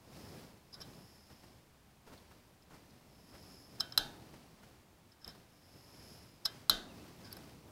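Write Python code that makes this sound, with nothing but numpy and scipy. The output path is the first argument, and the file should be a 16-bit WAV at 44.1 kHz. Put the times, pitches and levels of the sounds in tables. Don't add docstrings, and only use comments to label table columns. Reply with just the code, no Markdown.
import sys
import numpy as np
from scipy import signal
from scipy.fft import rfft, irfft, next_fast_len
from scipy.io import wavfile
from scipy.ndimage import map_coordinates

SR = 44100
rng = np.random.default_rng(int(sys.argv[2]) if len(sys.argv) > 2 else 0)


def digitize_waveform(pressure):
    field = np.atleast_2d(pressure).T
    bounded = np.clip(field, -1, 1)
    quanta = np.round(bounded * 32767).astype(np.int16)
    wavfile.write(sys.argv[1], SR, quanta)


N = 340011

# start in seconds, firmest pressure in seconds,
# end in seconds, hiss level in dB, swell from the ends to the firmest pressure in dB.
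STROKES = [(0, .25, 0.59, -66.5, 12), (.62, 1.1, 1.7, -67.5, 10), (2.983, 3.527, 3.99, -63.5, 13.5),
           (5.42, 6.125, 6.48, -62, 14)]
# time in seconds, level in dB, boost of the pinned-tip mode in dB,
# hardness (boost of the high modes) in dB, pulley ring in dB.
CLICKS = [(3.8055, -23.5, 15.5, -14, 2), (3.9227, -42, 19.5, -11.5, 9), (3.9762, -13, 6, 1.5, -2.5),
          (5.2455, -48.5, 27.5, 6, 3), (5.2777, -50, 28, 18, 10), (6.4555, -29.5, 15, 1, -25),
          (6.4599, -26, 6, -17, 2.5), (6.6961, -12.5, 0.5, 4.5, 2), (7.3274, -46.5, 19, 22.5, -1),
          (7.3677, -51, 17, 17, -9)]
# peak time in seconds, level in dB, length (rise plus fall constants)
# in seconds, pitch of the main tip resonance in Hz.
SKIDS = [(0.731, -52, 0.013, 5130), (0.743, -46.5, 0.012, 5100), (0.749, -54, 0.005, 5000),
         (0.806, -52, .005, 5100), (.813, -44, 0.0068, 5400), (0.817, -42.5, 0.009, 5350),
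         (2.178, -54.5, 0.0051, 4320), (2.624, -63.5, .008, 5150), (2.907, -54.5, .0025, 4900),
         (3.8031, -32.5, 0.0062, 5050), (5.121, -59.5, .009, 5150), (5.22, -64.5, 0.033, 5260),
         (5.2465, -46, 0.0043, 5200), (5.293, -51.5, 0.015, 5270), (6.456, -25, 0.007, 5180),
         (7.252, -56.5, 0.04, 5150), (7.321, -53, 0.023, 4660)]
# peak time in seconds, level in dB, rise constant in seconds.
BRUSHES = [(.158, -66, .008), (.812, -56.5, 0.045), (1.303, -56, 0.0037), (1.436, -56, .001),
           (2.076, -56, .003), (2.136, -54.5, 0.028), (2.314, -58, .0015), (2.708, -59.5, 0.0014),
           (2.746, -55.5, 0.024), (3.352, -55, 0.026), (4.341, -56, .003), (4.634, -58, .004),
           (5.283, -53, 0.021), (5.351, -61, .004), (7.371, -54, 0.0033)]
# time in seconds, thud level in dB,
# air push level in dB, sleeve flap level in dB.
JERKS = [(3.978, -62, -50.5, -52), (6.696, -43, -44.5, -47.5)]
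# pitch in Hz, level in dB,
# time to fall by 60 dB in seconds, before the pinning of a contact changes it.
POINTER_MODES = [(1250, -27.5, 0.033), (1590, -14, 0.013), (3450, -9, 0.013), (3983, 1, 0.025),
                 (4160, -2, 0.022), (4700, -10, 0.018), (5220, -10, 0.03), (8080, -23, 0.0076),
                 (10880, -15.5, 0.022), (11420, -8, 0.013), (12200, -11, .011), (14100, -9, .009),
                 (14700, -24.5, .008)]
# pitch in Hz, level in dB,
# time to fall by 60 dB in seconds when no tip presses on it.
PULLEY_MODES = [(668, -43, .5), (830, -42, .1), (1130, -39, .1), (1281, -38, .2), (1497, -35, .33),
                (1580, -39, .22), (1633, -40, .26), (3149, -24, .2), (3450, -34, .2), (3536, -35, .22),
                (3560, -37, .22), (3615, -36, .22), (3722, -37, .22), (3821, -30, .26), (3954, -24, .19),
                (4161, -34, .12), (4651, -35, .18), (5600, -38, .14)]
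# frequency in Hz, level in dB.
CRACK_COLOUR = [(100, 0), (500, -24), (1300, 11), (2300, -19), (3200, 9), (4000, -35.5), (5500, 3.5),
                (7000, -4.5), (8400, -0.5), (9800, -10), (11400, -27), (13000, -17.5), (14200, 3),
                (16000, -32)]
# frequency in Hz, level in dB.
GLOVE_COLOUR = [(60, 4), (150, 4.5), (500, 0), (1400, -2), (2500, -12), (4500, -19.5), (8000, -19),
                (15000, -25)]
# frequency in Hz, level in dB.
SLEEVE_COLOUR = [(25, -33.5), (60, -7.5), (110, 0.5), (200, -2.5), (320, -5.5), (500, -11), (1000, -17),
                 (2000, -34.5), (5000, -35)]
# frequency in Hz, level in dB.
CLOTH_COLOUR = [(200, -31), (600, 3.5), (1300, 2), (2400, 1), (3600, -1.5), (4900, 1.5), (7000, -7),
                (10000, -9.5), (15500, -13.5)]
# frequency in Hz, level in dB.
FLAP_COLOUR = [(40, -18), (110, -23), (220, -2), (320, -5), (600, -18), (2000, -38.5), (6000, -57)]
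# frequency in Hz, level in dB.
QUIET_COLOUR = [(20, -8), (40, -1.5), (75, 4), (120, -9.5), (180, -20.5), (300, -26), (650, -10),
                (1200, -14.5), (2500, -17.5), (6000, -23), (15800, -27)]
# centre in Hz, width in Hz before the response is
# squared to steepen its sides, level in dB.
TIP_RESONANCES = [(5220, 480, 0), (4850, 500, -9), (6750, 1100, -16), (10950, 800, -11), (11550, 700, -14)]
# frequency in Hz, time to fall by 60 dB in seconds.
ROOM_DECAY = [(100, .45), (600, 0.84), (1500, 0.66), (4000, 0.18), (8000, 0.54), (15000, 0.41)]
# start in seconds, length in seconds, start pitch in Hz,
# end pitch in Hz, level in dB.
SQUEAKS = [(6.874, .058, 3080, 2480, -63), (6.955, .09, 2550, 2750, -68)]
# frequency in Hz, level in dB.
SPREAD_COLOUR = [(200, -23.5), (800, 10.5), (1400, -3), (2200, 0.5), (3000, 2), (3800, -23), (5500, -14),
                 (7000, -11), (9800, -8.5), (11500, -6.5), (13000, -12), (15500, -24)]
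# frequency in Hz, level in dB.
CASTING_COLOUR = [(500, -9.5), (800, -6.5), (1100, -18.5), (1550, -2), (2100, -26.5), (2900, -11.5),
                  (3350, -9.5), (3650, 2.5), (4100, -4), (4400, -3.5), (5000, -11), (6200, -13.5),
                  (8000, -23), (15000, -34)]
# time in seconds when full strength is reached, length held in seconds,
# sleeve flapping level in dB, cloth rubbing level in dB.
SWEEPS = [(0.169, 0.24, -53, -65.5), (0.872, 0.081, -56, -70), (2.906, 0.42, -65, -78.5),
          (3.485, 0.032, -60, -76), (3.755, 0.54, -58, -70), (4.447, 0.27, -64.5, -75.5),
          (5.762, 0.019, -63, -72.5), (5.968, 0.26, -60, -71.5), (6.545, 0.026, -57.5, -66.5),
          (6.944, 0.14, -56, -67), (7.212, 0.29, -57, -67.5), (7.687, .02, -57.5, -74)]

TOP_HZ = 15850
SWEEP_ATTACK_S, SWEEP_RELEASE_S = 0.11, 0.13
TUG_ATTACK_S, TUG_RELEASE_S = .018, 0.15
SKID_RISE = 0.3
BRUSH_FALL_S = 0.013
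LEAN_DB_PER_S = 401


def amp(db):
    return 10 ** (np.asarray(db) / 20)


def unit(x):
    return x / np.sqrt(np.mean(x ** 2) + 1e-20)


def along(points, hz):
    f, v = np.transpose(points)
    return np.interp(np.log(hz + 1), np.log(f + 1), v)


def clock():
    return np.arange(N) / SR


def wobble(rate):
    values = rng.standard_normal(int(N * rate / SR) + 4)
    return map_coordinates(values, [np.arange(N) * rate / SR], order=1)


def filtered(x, response):
    size = next_fast_len(len(x) + 8192)
    spectrum = rfft(x, size) * response(np.fft.rfftfreq(size, 1 / SR))
    return irfft(spectrum, size)[:len(x)]


def noise(colour):
    return unit(filtered(rng.standard_normal(N), lambda hz: amp(along(colour, hz))))


def add(track, s, sound):
    part = track[max(round(s * SR), 0):][:len(sound)]
    part += sound[:len(part)]


def swell(t, rise, fall):
    return np.exp(np.minimum(t / rise, -t / fall))


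def held(t, length, attack, release):
    return np.exp(np.minimum(0, np.minimum(t / attack, (length - t) / release)))


def resonance(hz, centre, width):
    return 1j * hz * width / (centre ** 2 - hz * hz + 1j * hz * width)


def friction(size, shift, grain_db, broad_db, width=1):
    catches = rng.standard_normal(size) * amp(grain_db * rng.standard_normal(size))

    def response(hz):
        power = amp(broad_db) ** 2
        for centre, mode_width, db in TIP_RESONANCES:
            mode = abs(resonance(hz, centre * shift, mode_width * width))
            power = power + (amp(db) * mode ** 2) ** 2
        return np.sqrt(power)

    return unit(filtered(catches, response))


def stroking():
    t = clock()
    drag = np.zeros(N)
    for start, peak, end, db, swell_db in STROKES:
        progress = np.clip((t - start) / (end - start), 0, 1)
        speed = np.sqrt(abs(np.sin(np.pi * progress)))
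        slack = np.interp(t, [start, peak, end], [1, 0, 1])
        drag += speed * amp(db - swell_db * slack)
    return drag


def scribing(level_db=1, waver_db=0.0):
    hiss = friction(N, 1, grain_db=6, broad_db=-28)
    return stroking() * amp(level_db + waver_db * wobble(60)) * hiss


def cloth_motion(sweep_db, rest_db, tug_db, stroke_db):
    t = clock()
    parts = [amp(rest_db), amp(stroke_db) * stroking()]
    for (s, length, *_), db in zip(SWEEPS, sweep_db):
        parts.append(amp(db) * held(t - s, length, SWEEP_ATTACK_S, SWEEP_RELEASE_S))
    for s, db, _ in BRUSHES:
        parts.append(amp(db + tug_db) * swell(t - s, TUG_ATTACK_S, TUG_RELEASE_S))
    return np.sqrt(sum(part ** 2 for part in parts))


def sleeves(flap_db=0, rub_db=4, fold_db=1, grain_db=1.5):
    _, _, flap_levels, rub_levels = np.transpose(SWEEPS)
    flapping = cloth_motion(flap_levels, rest_db=-68, tug_db=-5.0, stroke_db=-7.5)
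    rubbing = cloth_motion(rub_levels, rest_db=-82.5, tug_db=-15.0, stroke_db=-8.5)
    folds = flapping * amp(flap_db + fold_db * wobble(35)) * noise(SLEEVE_COLOUR)
    weave = rubbing * amp(rub_db + grain_db * wobble(250)) * noise(CLOTH_COLOUR)
    return folds + weave


def gloves(grain_db=0.5):
    t = clock()
    touch = sum(amp(db) * swell(t - s, rise, BRUSH_FALL_S) for s, db, rise in BRUSHES)
    return touch * unit(noise(GLOVE_COLOUR) * amp(grain_db * wobble(330)))


def body(hz, low_db):
    return low_db * along([(800, .3), (1450, 1), (1700, 1), (3000, 0)], hz)


def pressed_pulley(hz, lean_db, damping):
    total = 0
    for centre, level, t60 in PULLEY_MODES:
        width = damping * np.log(1000) / np.pi / t60
        total = total + amp(level / 2 + body(centre, lean_db)) * resonance(hz, centre, width)
    return total


def skids(dull_db=-10, damping=1.8, ring_db=22.0, low_db=-1):
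    out = np.zeros(N)
    t = np.arange(SR // 4) / SR - 1 / 8
    for s, db, length, hz in SKIDS:
        force = amp(db) * swell(t, SKID_RISE * length, (1 - SKID_RISE) * length)
        shift = hz / TIP_RESONANCES[0][0]
        chatter = force * friction(len(t), shift, grain_db=5, broad_db=-32.5, width=.75)
        add(out, s + t[0], filtered(chatter, lambda f: amp(along([(5600, 0), (6400, dull_db)], f))))
        lean_db = low_db + LEAN_DB_PER_S * length
        shaking = force * rng.standard_normal(len(t))
        pulley = filtered(shaking, lambda f: pressed_pulley(f, lean_db, damping))
        add(out, s + t[0], amp(ring_db) * pulley)
    return out


def ring(t, hz, db, t60):
    return amp(db + rng.normal(0, 0.17) - 60 * t / t60) * np.sin(2 * np.pi * hz * t)


def pointer_ring(t, pinned_db, hard_db, grip=0.22):
    colour = [(4600, 0), (5000, pinned_db), (5500, pinned_db), (7000, hard_db), (10000, hard_db)]
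    life = amp(-grip * pinned_db)
    total = np.zeros(len(t))
    for k, (hz, level, t60) in enumerate(POINTER_MODES):
        total += (-1) ** k * ring(t, hz, level + along(colour, hz), t60 * life)
    return total


def pulley_ring(t, pinned_db, hard_db, push=0.245, reach=0.52,
                casting_db=-26, casting_t60=0.38, crowd_reach=.3):
    soft_db = min(hard_db, 0)

    def weight(hz):
        return body(hz, push * pinned_db) + reach * along([(3200, 0), (3450, soft_db)], hz)

    modes = np.zeros(len(t))
    for hz, level, t60 in PULLEY_MODES:
        modes += rng.choice([-1, 1]) * ring(t, hz, level + weight(hz), t60)
    crowd = unit(filtered(rng.standard_normal(len(t)), lambda f: amp(along(CASTING_COLOUR, f))))
    crowd = filtered(crowd, lambda f: amp(weight(f)))
    return modes + amp(casting_db + crowd_reach * soft_db - 60 * t / casting_t60) * crowd


def clicks(attack=0.00081, ring_attack=0.0017, crack_db=-13, crack_rise=.0005, crack_fall=0.0045,
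           crack_lag=0.00066, spread_db=0, grit=0.064):
    out, cracks = np.zeros(N), np.zeros(N)
    t = np.arange(SR // 2) / SR
    for s, db, pinned_db, hard_db, pulley_db in CLICKS:
        pointer = pointer_ring(t, pinned_db, hard_db) * (1 - np.exp(-t / attack))
        pulley = pulley_ring(t, pinned_db, hard_db) * (1 - np.exp(-t / ring_attack))
        add(out, s, amp(db) * (pointer + amp(pulley_db) * pulley))
        crack = amp(db + grit * pinned_db + crack_db) * swell(t - crack_lag, crack_rise, crack_fall)
        add(cracks, s, crack)
    return out + cracks * noise(CRACK_COLOUR), amp(spread_db) * cracks * noise(SPREAD_COLOUR)


def jerks(thud_hz=105, thud_fall=0.01, air_hz=28, air_lag=.04, air_fall=0.043,
          flap_lag=0.018, flap_fall=0.13):
    out, flap = np.zeros(N), np.zeros(N)
    t = np.arange(SR // 2) / SR
    for s, thud_db, air_db, flap_db in JERKS:
        thud = amp(thud_db) * swell(t - .005, .003, thud_fall) * np.sin(2 * np.pi * thud_hz * t)
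        air = amp(air_db) * swell(t - air_lag, 0.025, air_fall) * np.sin(2 * np.pi * air_hz * t)
        add(out, s, thud + air)
        add(flap, s, amp(flap_db) * swell(t - flap_lag, 0.017, flap_fall))
    return out + flap * noise(FLAP_COLOUR)


def squeaks(jitter=0.03):
    out = np.zeros(N)
    for s, length, start_hz, end_hz, db in SQUEAKS:
        size = int(length * SR)
        pitch = np.linspace(start_hz, end_hz, size) * (1 + jitter * wobble(880)[:size])
        tone = np.sin(2 * np.pi * np.cumsum(pitch) / SR)
        add(out, s, amp(db) * np.sqrt(np.hanning(size)) * tone)
    return out


def workshop(x, gap=0.0021):
    hz, t, z = signal.stft(rng.standard_normal(SR // 2), SR, nperseg=256)
    decay = amp(-60 * t / along(ROOM_DECAY, hz)[:, None])
    tail = signal.istft(z * decay, SR, nperseg=256)[1]
    tail = tail * (1 - np.exp(-np.arange(len(tail)) / SR / gap))
    return signal.fftconvolve(x, tail / np.linalg.norm(tail))[:N]


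def scene(room_db=-13, treble_db=-16, quiet_db=-68):
    direct, spread = clicks()
    steel = scribing() + skids() + direct
    shade = [(3800, -3.5), (5200, -6.5), (11000, treble_db)]
    shaded = filtered(steel, lambda hz: amp(along(shade, hz)))
    room = amp(room_db) * workshop(shaded + spread)
    hands = sleeves() + gloves() + jerks() + squeaks()
    still_air = amp(quiet_db) * noise(QUIET_COLOUR)
    return (steel + room + hands + still_air)[None]


def record(dry):
    return np.array([filtered(channel, lambda hz: 1 / (1 + (hz / TOP_HZ) ** 200)) for channel in dry])


dry = scene()
out = record(dry)
digitize_waveform(out)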